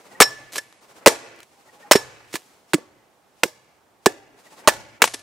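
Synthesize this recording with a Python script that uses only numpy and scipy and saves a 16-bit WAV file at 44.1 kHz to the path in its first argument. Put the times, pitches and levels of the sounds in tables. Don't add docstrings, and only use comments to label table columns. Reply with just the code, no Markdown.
import sys
import numpy as np
from scipy import signal
from scipy.fft import rfft, irfft
from scipy.io import wavfile
from scipy.ndimage import uniform_filter1d

SR = 44100
rng = np.random.default_rng(int(sys.argv[2]) if len(sys.argv) > 2 else 0)


def transcribe(signal):
    frames = np.atleast_2d(signal).T
    limited = np.clip(frames, -1, 1)
    pcm = np.round(limited * 32767).astype(np.int16)
    wavfile.write(sys.argv[1], SR, pcm)


def to_linear_factor(level_db):
    exponent = np.asarray(level_db, float) / 20
    return 10 ** exponent


N = 230598


def evened(x):
    return x / np.sqrt(np.mean(x ** 2) + 1e-20)


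def read(points, hz):
    f, value = np.transpose(points)
    return np.interp(np.log(hz + 1), np.log(f + 1), value)


def add(mix, s, sound):
    part = mix[..., round(s * SR):][..., :sound.shape[-1]]
    part += sound[..., :part.shape[-1]]


def pair(source, tone, same):
    hz = np.fft.rfftfreq(source.shape[-1], 1 / SR)
    a, b = rfft(source)
    likeness = np.clip(read(same, hz), 0, 1)
    shared = np.sqrt((1 + likeness) / 2) * a
    own = np.sqrt((1 - likeness) / 2) * b
    ports = np.array([shared + own, shared - own]) * to_linear_factor(read(tone, hz))
    return evened(irfft(ports, source.shape[-1]))


def noise(length):
    return rng.standard_normal((2, length))


# pitch_hz, likeness
SAME = [(60, 0.21), (180, 0.7), (550, 0.78), (1650, 0.28), (4970, 0.49), (15000, 0.09)]
# pitch_hz, level_db (per Hz)
QUIET = [(12, -49), (25, -6), (70, -4.5), (596, -3), (811, -1), (1250, -7.5), (4490, -22), (16300, -26.5)]


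def hush():
    return to_linear_factor(-60.5) * pair(noise(N), QUIET, SAME) * to_linear_factor([[-1.1], [1.1]])


# pitch_hz, level_db
HISS = [(800, -32), (2000, -3), (4000, -2.5), (8000, -4), (12000, -11), (16400, -14.5)]


def breeze():
    return pair(noise(N), HISS, SAME)


# first_puff_s, nearest_puff_s, flutter_db, hiss_db
FLIGHTS = [
    (.004, 0.128, -47, -54),
    (0.839, 0.976, -49, -53),
    (1.536, 1.82, -49.5, -57),
    (4.399, 4.593, -47.5, -51),
]
# centre_s, flutter_db, hiss_db, length_s
SWINGS = [
    (2.481, -60, -60.5, 0.33),
    (2.711, -62, -58.5, .065),
    (3.396, -71, -62.5, 0.078),
    (4.045, -73, -63, 0.046),
    (5.013, -46, -75, 0.027),
]


def puffs():
    half_turn_s, puff_s = .068, .056
    rows = list(SWINGS)
    for first, near, flutter_db, hiss_db in FLIGHTS:
        turns = round((near - first) / half_turn_s)
        for k in range(turns + 1):
            rows.append((near - k * (near - first) / turns, flutter_db - 2.5 * k, hiss_db - 2 * k, puff_s))
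        rows.append((near + .055, flutter_db + .5, hiss_db - 8.5, puff_s))
    return rows


def whir():
    low = [(60, -20.5), (200, -4.5), (450, 0.45), (850, -1.0), (1500, -5.5), (2500, -10.0), (5000, -36)]
    power = np.zeros((2, N))
    for s, flutter_db, hiss_db, length in puffs():
        start = max(s - 1.2 * length, 0)
        t = np.arange(start, s + 1.2 * length, 1 / SR)
        swell = np.exp(-8 * ((t - s) / length) ** 2)
        add(power, start, to_linear_factor([[2 * flutter_db], [2 * hiss_db]]) * swell)
    flutter, hiss = np.sqrt(power)
    return flutter * pair(noise(N), low, SAME) + hiss * pair(noise(N), HISS, SAME)


# time_s, pitch_hz, level_db
WHISTLES = [(0.117, 1974, -50), (0.154, 1880, -42), (.14, 833, -48.5), (1.583, 796, -55.5),
            (1.679, 865, -53.5), (1.693, 1930, -50), (1.769, 835, -52), (1.832, 1850, -45.5),
            (1.85, 833, -42.5), (4.469, 1925, -49), (4.53, 873, -51.5), (4.604, 1880, -52),
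            (4.65, 890, -45)]


def whistles():
    out = np.zeros((2, N))
    for s, hz, db in WHISTLES:
        length = 58 / hz
        bump = np.hanning(round(0.9 * length * SR))
        wobble = uniform_filter1d(rng.standard_normal(8000), size=300)
        turns = np.cumsum(hz * (1 + 0.19 * wobble))[:len(bump)] / SR
        tone = bump[:len(turns)] * np.sin(2 * np.pi * turns)
        add(out, s - 0.35 * length, to_linear_factor(db) * tone[None])
    return out


def held(s):
    return 2.401 <= s < 4.389


RATTLE_T60 = 0.043
# time_s, bite_db, bite_hz, body_db, body_hz
STRIKES = [
    (0.2025, 7, 1241, 2.5, 431),
    (1.061, 7, 853, 8, 529.6),
    (1.9114, 6.5, 597, 1.5, 1049),
    (2.7341, -6.5, 1504, -5, 314.3),
    (3.4343, -0.5, 2597, -10.5, 492),
    (4.0596, -1, 1086, 1.5, 384.2),
    (4.6746, 7.5, 1117, 0.5, 611),
    (5.0193, 1, 1600, -10, 435),
]
# time_s, thud_db, thud_hz, crack_db
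REBOUNDS = [(0.2088, -7.5, 1925, -3), (.218, -2.5, 801.4, -2.5), (0.2217, -10.5, 1394, -7.5),
            (1.0718, 1, 1906, -5), (1.073, 5.5, 458.2, -8), (1.0795, -7, 629, -18.5),
            (1.918, -5.5, 4958, -3), (1.9333, -9.5, 4900, -16), (1.953, 1, 399.8, -18),
            (1.957, -13.5, 4960, -12.5), (2.7429, -7, 289, -10), (2.742, -8, 2210, -49),
            (2.782, -27.5, 477, -39), (3.4325, -10, 597, -19.5), (3.452, -20, 360, -39.5),
            (4.062, -2, 847, -7.5), (4.071, -22.5, 444, -26.5), (4.122, -45, 1835, -39),
            (4.6837, -0.5, 885, -8), (4.736, -28, 877, -34), (5.021, 2.5, 2284, -8.5), (5.04, -4, 883, -13),
            (5.0748, -25, 710, -21.5)]
# time_s, thud_db, thud_hz, crack_db
LANDINGS = [
    (.524, -51, 2500, -44),
    (0.5347, -41.5, 1210, -36),
    (0.5571, -21.5, 1630, -22.5),
    (0.5641, -31.5, 407, -30),
    (0.5816, -31, 531, -16.5),
    (2.3296, -50.5, 1000, -30.5),
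    (2.34, -19, 320, -24.5),
    (2.355, -20, 1594, -18.5),
    (5.1412, -50, 1420, -26.5),
]
# time_s, level_db, pitch_hz
BITS = [
    (0.726, -42, 4070),
    (1.361, -44.5, 8940),
    (1.39, -44.5, 8530),
    (1.4034, -36, 2030),
    (1.4305, -32, 6500),
    (2.277, -53, 7490),
    (2.283, -59.5, 6050),
    (2.3015, -49.5, 9010),
    (5.196, -47, 2424),
]


def touches():
    bite_t60, ground_t60, bit_t60 = 0.019, 0.032, .011
    rows = []
    for s, bite_db, bite_hz, body_db, body_hz in STRIKES:
        rows.append((s, bite_db, bite_hz, bite_db - 4.5, bite_t60))
        rows.append((s + .0035, body_db, body_hz, bite_db - 13.5, RATTLE_T60))
    rows += [(s, db - 6, hz, db, bit_t60) for s, db, hz in BITS]
    rows += [(*row, RATTLE_T60) for row in REBOUNDS]
    return rows + [(*row, ground_t60) for row in LANDINGS]


# pitch_hz, likeness
NEAR_SAME = [(500, .99), (2000, .97), (6000, .9), (15000, .84)]
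# pitch_hz, level_db (per Hz)
CRACK = [(100, -41.5), (400, -12), (1000, 0), (2000, 3.5), (3800, -2.5), (8500, -3.5), (11000, -12),
         (16400, -12)]


def contacts():
    t, thuds, cracks, blows = np.arange(6000) / SR, np.zeros(N), np.zeros(N), np.zeros(N)
    for s, thud_db, hz, crack_db, crack_t60 in touches():
        thud_t60 = 0.018 * (1000 / hz) ** 0.8
        if held(s) and crack_t60 == RATTLE_T60:
            crack_db, crack_t60 = crack_db - 4, crack_t60 * 0.58
        turns = hz * t + .4 * (1 - np.exp(-t * hz / 0.5))
        wood = np.sin(2 * np.pi * turns) + to_linear_factor(-3 - 980 * t) * np.sin(2 * np.pi * .57 * turns)
        swell = 1 - np.exp(-(t * hz / 0.48) ** 2)
        push = to_linear_factor(thud_db + 1.5 - 60 * t / thud_t60) * swell
        snap = to_linear_factor(crack_db - 60 * t / crack_t60) * (1 - np.exp(-t / 0.00018))
        add(thuds, s, -push * wood)
        add(cracks, s, snap)
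        blows[round(s * SR)] = np.linalg.norm(0.83 * push + snap)
    lumps = to_linear_factor(3.0 * evened(uniform_filter1d(rng.standard_normal(N), size=40)))
    return thuds + cracks * pair(lumps * noise(N), CRACK, NEAR_SAME), blows


# start_s, bending_db, middle_db, edge_db, t60_factor
RINGS = [(.216, -16, -60, -60, .45), (.216, -33, -34, -60, 2.1), (.21, -50, -30, -6, .3),
         (.223, -50, -10, -14, .8), (.583, -25, -27, -34, .25), (1.071, -30, -24, -12, .6),
         (1.08, -36, -26, -14, .6), (1.92, -23, -14, -20, .8), (1.957, -36, -21, -20, .6),
         (2.357, -34, -46, -46, .2), (2.743, -44, -40, -20, .5), (3.436, -55, -44, -24, 1.6),
         (4.068, -21, -30, -21, .25), (4.68, -26, -20, -22, .4), (4.693, -22, -30, -26, .25),
         (5.022, -16, -28, -26, .15), (5.142, -48, -50, -50, 1.1)]
# pitch_hz, level_db, t60_s, family (0 bending, 1 middle, 2 edge)
BLADE = [(1744, 0, .36, 0), (1725.5, -1.5, .36, 0), (5430, 0, .17, 1), (5378, -3, .15, 1),
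         (7780, 0, .09, 2), (2320, -12, .1, 0), (3494, -22, .3, 0), (3950, -14, .2, 1), (4510, -22, .12, 1),
         (7290, -10, .1, 2), (8200, -7, .08, 2), (8390, -8, .08, 2), (9570, -10, .12, 2),
         (10050, -14, .12, 2)]


def blade():
    t, out = np.arange(SR // 2) / SR, np.zeros((2, N))
    hz, db, t60, family = np.transpose(BLADE)[:, :, None]
    port_lag = np.array([-1, 1])[:, None, None] * hz * 7e-6
    modes = np.sin(2 * np.pi * (hz * t + port_lag)) * (1 - np.exp(-t / 0.00045))
    for s, *family_db, damping in RINGS:
        chance_db = 0.52 * rng.standard_normal((len(BLADE), 1)) * (db < -5)
        start_db = np.array(family_db)[family.astype(int)] + db + chance_db
        mode_t60 = t60 * np.where(family > 1.5, 0.39, damping)
        add(out, s, (to_linear_factor(start_db - 60 * t / mode_t60) * modes).sum(1))
    return out


# pitch_hz, t60_s
FOREST = [(100, 2.4), (400, 1.25), (1000, 0.86), (2300, 2), (3500, 0.95), (6000, .8), (9000, 0.55),
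          (15000, .35)]
# pitch_hz, level_db
FOREST_TONE = [(100, -20), (300, 0), (500, 5), (1000, 1.7), (2400, -6.5), (3300, -8), (7000, -6),
               (15000, -15.5)]


def forest(tilt_db):
    hz, t, z = signal.stft(pair(noise(SR), FOREST_TONE, SAME), SR, nperseg=256)
    trunks_db = 1.8 * rng.standard_normal(len(t))
    early_db = 10 * np.log10(1 + 40 * np.exp(-t / 0.024))
    tone_db = tilt_db * np.log2((hz[:, None] + 100) / 1000)
    decay_db = 60 * t / read(FOREST, hz)[:, None]
    tail = signal.istft(z * to_linear_factor(trunks_db + early_db + tone_db - decay_db), SR, nperseg=256)[1]
    tail = tail * np.clip(np.arange(tail.shape[1]) / (0.0072 * SR), 0, 1)
    return tail / np.linalg.norm(tail[0])


# pitch_hz, level_db (per Hz)
BOOM = [(20, -20), (40, -3), (75, -14), (125, 0), (175, -22), (400, -70)]


def boom():
    t = np.arange(SR) / SR
    return pair(noise(SR), BOOM, SAME) * to_linear_factor(-60 * t / 1.2) * (1 - np.exp(-t / 0.014))


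def rustle_gain(rows):
    t, out = np.arange(N) / SR, np.zeros(N)
    for start, top, db in rows:
        climb = to_linear_factor(-12.5 * np.clip((top - t) / (top - start), 0, 1))
        after = np.maximum(t - top, 0)
        fall = np.maximum(to_linear_factor(-1100 * after), to_linear_factor(-20 - 130.5 * after))
        rise = np.clip((t - start) / min(0.0084, top - start), 0, 1) ** 2
        out += to_linear_factor(db) * rise * climb * fall
    return out


# start_s, loudest_s, level_db
LEAVES = [
    (.515, .583, -27.5),
    (1.35, 1.432, -56.5),
    (2.27, 2.32, -53.5),
    (2.322, 2.359, -28.5),
    (5.048, 5.052, -17.5),
    (5.132, 5.142, -25.5),
]


def leaves():
    size = to_linear_factor(3.7 * np.minimum(rng.exponential(1, (2, N)), 5))
    snaps = size * (rng.random((2, N)) < 3500 / SR)
    snaps = snaps * noise(N) + 0.27 * noise(N)
    tone = [(100, -16), (300, 3.5), (1500, -3.5), (4000, 1), (9000, -2.0), (13000, -6.5), (16400, -13.5)]
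    return to_linear_factor(-2.0) * rustle_gain(LEAVES) * pair(snaps, tone, NEAR_SAME)


# start_s, left_right_db, boom_db, breeze_db
TAKES = [
    (0, -0.8, -46, -62.5),
    (.81, -2.5, -54.5, -67),
    (1.442, -3.5, -45.5, -64),
    (2.403, -3, -59.5, -72),
    (3.099, -3.5, -66, -71.5),
    (3.8, -4, -56, -73),
    (4.389, -3.5, -44, -67.5),
    (4.991, 2, -51.5, -76),
]
# wash_db, tilt_db_per_octave
WASHES = [
    (-22, 1.5),
    (-20.5, 0.7),
    (-21, 1.17),
    (-26.5, -1.1),
    (-23, 2),
    (-24.5, -1),
    (-23, 0.36),
    (-21, 3),
]


def scene():
    knocks, force = contacts()
    steel = blade()
    spread = force + 0.44 * steel.mean(0) + 0.28 * knocks.mean(0)
    air = breeze()
    t, out = np.arange(N) / SR, np.zeros((2, N))
    ends = [row[0] for row in TAKES[1:]] + [N / SR + 1]
    for (s, pan_db, boom_db, breeze_db), (wash_db, tilt_db), end in zip(TAKES, WASHES, ends):
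        span = slice(round(s * SR), round(end * SR) + 800)
        part = (knocks + steel)[:, span] * to_linear_factor([[pan_db / 2], [-pan_db / 2]])
        part += to_linear_factor(breeze_db) * air[:, span]
        wash = signal.fftconvolve(spread[None, span], forest(tilt_db), axes=1)
        part += to_linear_factor(wash_db) * wash[:, :part.shape[1]]
        add(part, np.argmax(force[span]) / SR, to_linear_factor(boom_db) * boom())
        add(out, s, part * np.clip((end + 0.0093 - t[span]) / 0.024, 0, 1))
    return out + hush() + whir() + whistles() + leaves()


def roll_off(x):
    return signal.sosfilt(signal.butter(12, 16460, fs=SR, output="sos"), x)


# start_s, end_s, first_top_hz, last_top_hz
THINNED = [
    (.235, 0.298, 14500, 15770),
    (0.519, 0.812, 15600, 11700),
    (1.094, 1.28, 14030, 13210),
    (1.939, 2.11, 14040, 15700),
    (5.064, 5.3, 12250, 12300),
]


def record(dry):
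    capsule = signal.sosfilt(signal.butter(2, 60, "high", fs=SR, output="sos"), dry)
    clipped = np.clip(capsule, -.97, .97)
    loud = signal.sosfilt(signal.butter(1, 50, "high", fs=SR, output="sos"), clipped)
    hz, t, z = signal.stft(loud, SR, nperseg=256)
    top_hz = np.full(len(t), 16000.0)
    for start, end, *edge_hz in THINNED:
        top_hz = np.where((t > start) & (t < end), np.interp(t, [start, end], edge_hz), top_hz)
    kept = np.clip((top_hz - hz[:, None]) / 400, .01, 1)
    mix = signal.istft(z * kept, SR, nperseg=256)[1][:, :N]
    return roll_off(mix)


dry = scene()
out = record(dry)
transcribe(out)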